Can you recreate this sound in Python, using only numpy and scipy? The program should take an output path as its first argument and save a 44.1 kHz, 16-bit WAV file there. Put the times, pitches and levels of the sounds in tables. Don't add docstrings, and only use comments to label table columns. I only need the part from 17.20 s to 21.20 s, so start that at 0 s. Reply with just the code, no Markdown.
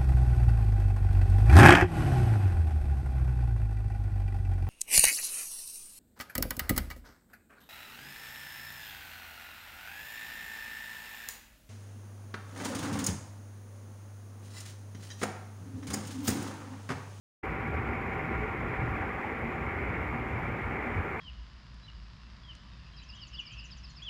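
import sys
import numpy as np
from scipy import signal
from scipy.fft import rfft, irfft
from scipy.io import wavfile
from scipy.ndimage import uniform_filter1d

SR = 44100
rng = np.random.default_rng(int(sys.argv[2]) if len(sys.argv) > 2 else 0)


def store_wav(level_fs):
    pcm = np.round(np.clip(np.atleast_2d(level_fs), -1, 1) * 32767)
    wavfile.write(sys.argv[1], SR, pcm.T.astype(np.int16))


N = 176400
TIME = np.arange(N) / SR

# pitch_hz, relative_db
RUSH_SPECTRUM = [(100, -7.5), (170, 5), (300, 5), (400, 5.5), (520, 1.5), (650, -2), (850, 1.5), (1100, 0),
                 (1300, -1.5), (1650, -1.5), (1950, 0), (2180, 3), (2380, -1.5), (2520, -7), (2700, -12),
                 (3000, -18.5), (3500, -26), (4200, -39.5), (6000, -58)]
# pitch_hz, relative_db
RUMBLE_SPECTRUM = [(15, -42.5), (28, -24.5), (40, -11.5), (52, -1.5), (64, 3.5), (90, 0), (122, -1.5),
                   (165, -5.5), (230, -24), (500, -55.5), (1500, -100)]
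# time_s, relative_db
RUMBLE_SURGES = [(.25, -40), (.5, -37), (.95, -39), (1.04, -39), (1.16, -38), (1.3, -41), (1.42, -37),
                 (1.65, -36.5), (1.85, -40.5), (1.95, -45.5), (2.15, -45.5), (2.22, -37.5), (2.45, -40),
                 (2.78, -38.5), (2.95, -40.5), (3.14, -37.5), (3.52, -39.5), (3.66, -46.5), (3.79, -34.5),
                 (3.92, -43.5)]
# peak_time_s, pitch_hz, peak_db, length_s
AIR_POCKETS = [(.73, 236, -38, 0.096), (1.14, 70, -33.5, .1), (1.241, 428, -36, .07),
               (1.634, 120.1, -31, 0.0508), (2.048, 850, -27.5, 0.0079), (2.074, 228, -35.5, 0.027),
               (2.265, 230, -36, .07), (2.965, 232, -34.5, 0.0797), (3.168, 115, -28.5, 0.032),
               (3.681, 236, -39, 0.095), (3.791, 88, -31, .08)]
# pitch_hz, waver_hz, peak_db, peak_time_s, fade_db_per_s
RINGING_TONES = [(232, 11, -50.5, 2.9, .5), (396, 30, -51.5, .6, 1), (722, 5, -59.5, 1, 1.5),
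                 (769.3, 8.1, -46.5, .5, 2), (792, 7, -52, .6, 3), (1141, 13, -52, 1.2, 1.5),
                 (1225, 3, -49, 3.0, 6), (1366, 5.7, -54.5, 3.4, 1), (1406, 10.4, -51.5, 1.2, 2.2)]
# pitch_hz, relative_db
SPRAY_SPECTRUM = [(4000, 0), (5400, -2), (5900, -5.5), (6500, -5.5), (7000, -2.5), (7600, -7), (9000, -10),
                  (11000, -10.5), (12400, -9), (13000, -7), (13700, -10.5), (15200, -11.5)]


def water_rush(level_db=-37):
    boiling = churn(patch_db=1.0, patch_s=0.038, patch_hz=500, flicker_db=0.42)
    return gain(level_db + 0.36 * drift(rate_hz=3.6)) * colour(boiling, RUSH_SPECTRUM)


def culvert_rumble():
    level_db = np.interp(TIME, *np.transpose(RUMBLE_SURGES)) + 0.73
    return gain(level_db) * colour(rng.standard_normal(N), RUMBLE_SPECTRUM)


def small_bubbles(level_db=-44, per_second=900, sizes=36, decay_cycles=4, rise=.06):
    t, out = np.arange(4096) / SR, np.zeros(N)
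    for hz in np.geomspace(220, 2350, sizes):
        age = t * hz / decay_cycles
        pitch_hz = hz * (1 + rise * np.minimum(age, 2))
        fade = (1 - np.exp(-4 * age)) * np.exp(-age)
        ring = fade * np.sin(2 * np.pi * np.cumsum(pitch_hz) / SR)
        births = rng.random(N) < per_second / sizes / SR
        strength = gain(3.5 * np.minimum(rng.exponential(1, N), 3.5))
        kicks = births * strength * rng.choice([-1, 1], N)
        out += signal.oaconvolve(kicks, normalise(ring) * np.sqrt(hz))[:N]
    echo_s, echo_db = .043, -6
    out += gain(echo_db) * np.interp(TIME - echo_s, TIME, out)
    return gain(level_db) * colour(out, RUSH_SPECTRUM)


def air_gulps(rise=.05):
    out = np.zeros(N)
    for peak_time_s, pitch_hz, peak_db, length_s in AIR_POCKETS:
        from_peak = np.clip((TIME - peak_time_s) / length_s, -4, 4)
        cycles = np.cumsum(pitch_hz * (1 + rise * from_peak)) / SR + rng.random()
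        swell = np.exp(-(2 * from_peak) ** 2)
        out += gain(peak_db) * swell * np.sin(2 * np.pi * cycles)
    return out


def faint_tones(waver=.75):
    out = np.zeros(N)
    for pitch_hz, waver_hz, peak_db, peak_time_s, fade_db_per_s in RINGING_TONES:
        sway = (1 - waver) + waver * (drift(waver_hz) + 1j * drift(waver_hz))
        tone = normalise((sway * np.exp(2j * np.pi * pitch_hz * TIME)).real)
        out += gain(peak_db - fade_db_per_s * abs(TIME - peak_time_s)) * tone
    return out


def spray_hiss(level_db=-66.5):
    spray = churn(patch_db=0.3, patch_s=.12, patch_hz=1500, flicker_db=0.8)
    return gain(level_db) * colour(spray, SPRAY_SPECTRUM)


def churn(patch_db, patch_s, patch_hz, flicker_db, size=512):
    hop = size // 4
    shape = (N // hop + 6, size // 2 + 1)
    real, imaginary, field = rng.standard_normal((3,) + shape)
    along = np.fft.fftfreq(shape[0], hop / SR)[:, None]
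    across = np.fft.fftfreq(shape[1], SR / size)
    blur = np.exp(-(along * patch_s) ** 2 - (across * patch_hz) ** 2)
    patches = normalise(np.fft.ifft2(np.fft.fft2(field) * blur).real)
    flicker = normalise(uniform_filter1d(rng.standard_normal(shape[0]), size=4))[:, None]
    grid = (real + 1j * imaginary) * gain(patch_db * patches + flicker_db * flicker)
    return signal.istft(grid.T, nperseg=size, noverlap=size - hop)[1][:N]


def colour(sound, spectrum):
    pitch_hz, relative_db = np.transpose(spectrum)
    hz = np.fft.rfftfreq(N, 1 / SR)
    curve_db = np.interp(np.log(hz + 1), np.log(pitch_hz), relative_db)
    return normalise(irfft(rfft(sound) * gain(curve_db), N))


def drift(rate_hz):
    hz = np.fft.rfftfreq(N, 1 / SR)
    keep_slow = np.exp(-(hz / rate_hz) ** 2) * (hz > 0)
    return normalise(irfft(rfft(rng.standard_normal(N)) * keep_slow, N))


def gain(db):
    return 10 ** (np.asarray(db) / 20)


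def normalise(x):
    return x / np.sqrt(np.mean(x ** 2) + 1e-20)


def scene():
    water = water_rush() + culvert_rumble() + small_bubbles() + air_gulps()
    return (water + faint_tones() + spray_hiss())[None]


def record(dry, start_s=0.2276, fade_in_s=0.0094, cutoff_hz=15300):
    fade_in = np.clip((TIME - start_s) / fade_in_s, 0, 1) ** 2
    treble_cut = signal.firwin(1023, cutoff_hz, window=("kaiser", 9), fs=SR)
    return signal.oaconvolve(dry * fade_in, treble_cut[None], "same")


dry = scene()
out = record(dry)
store_wav(out)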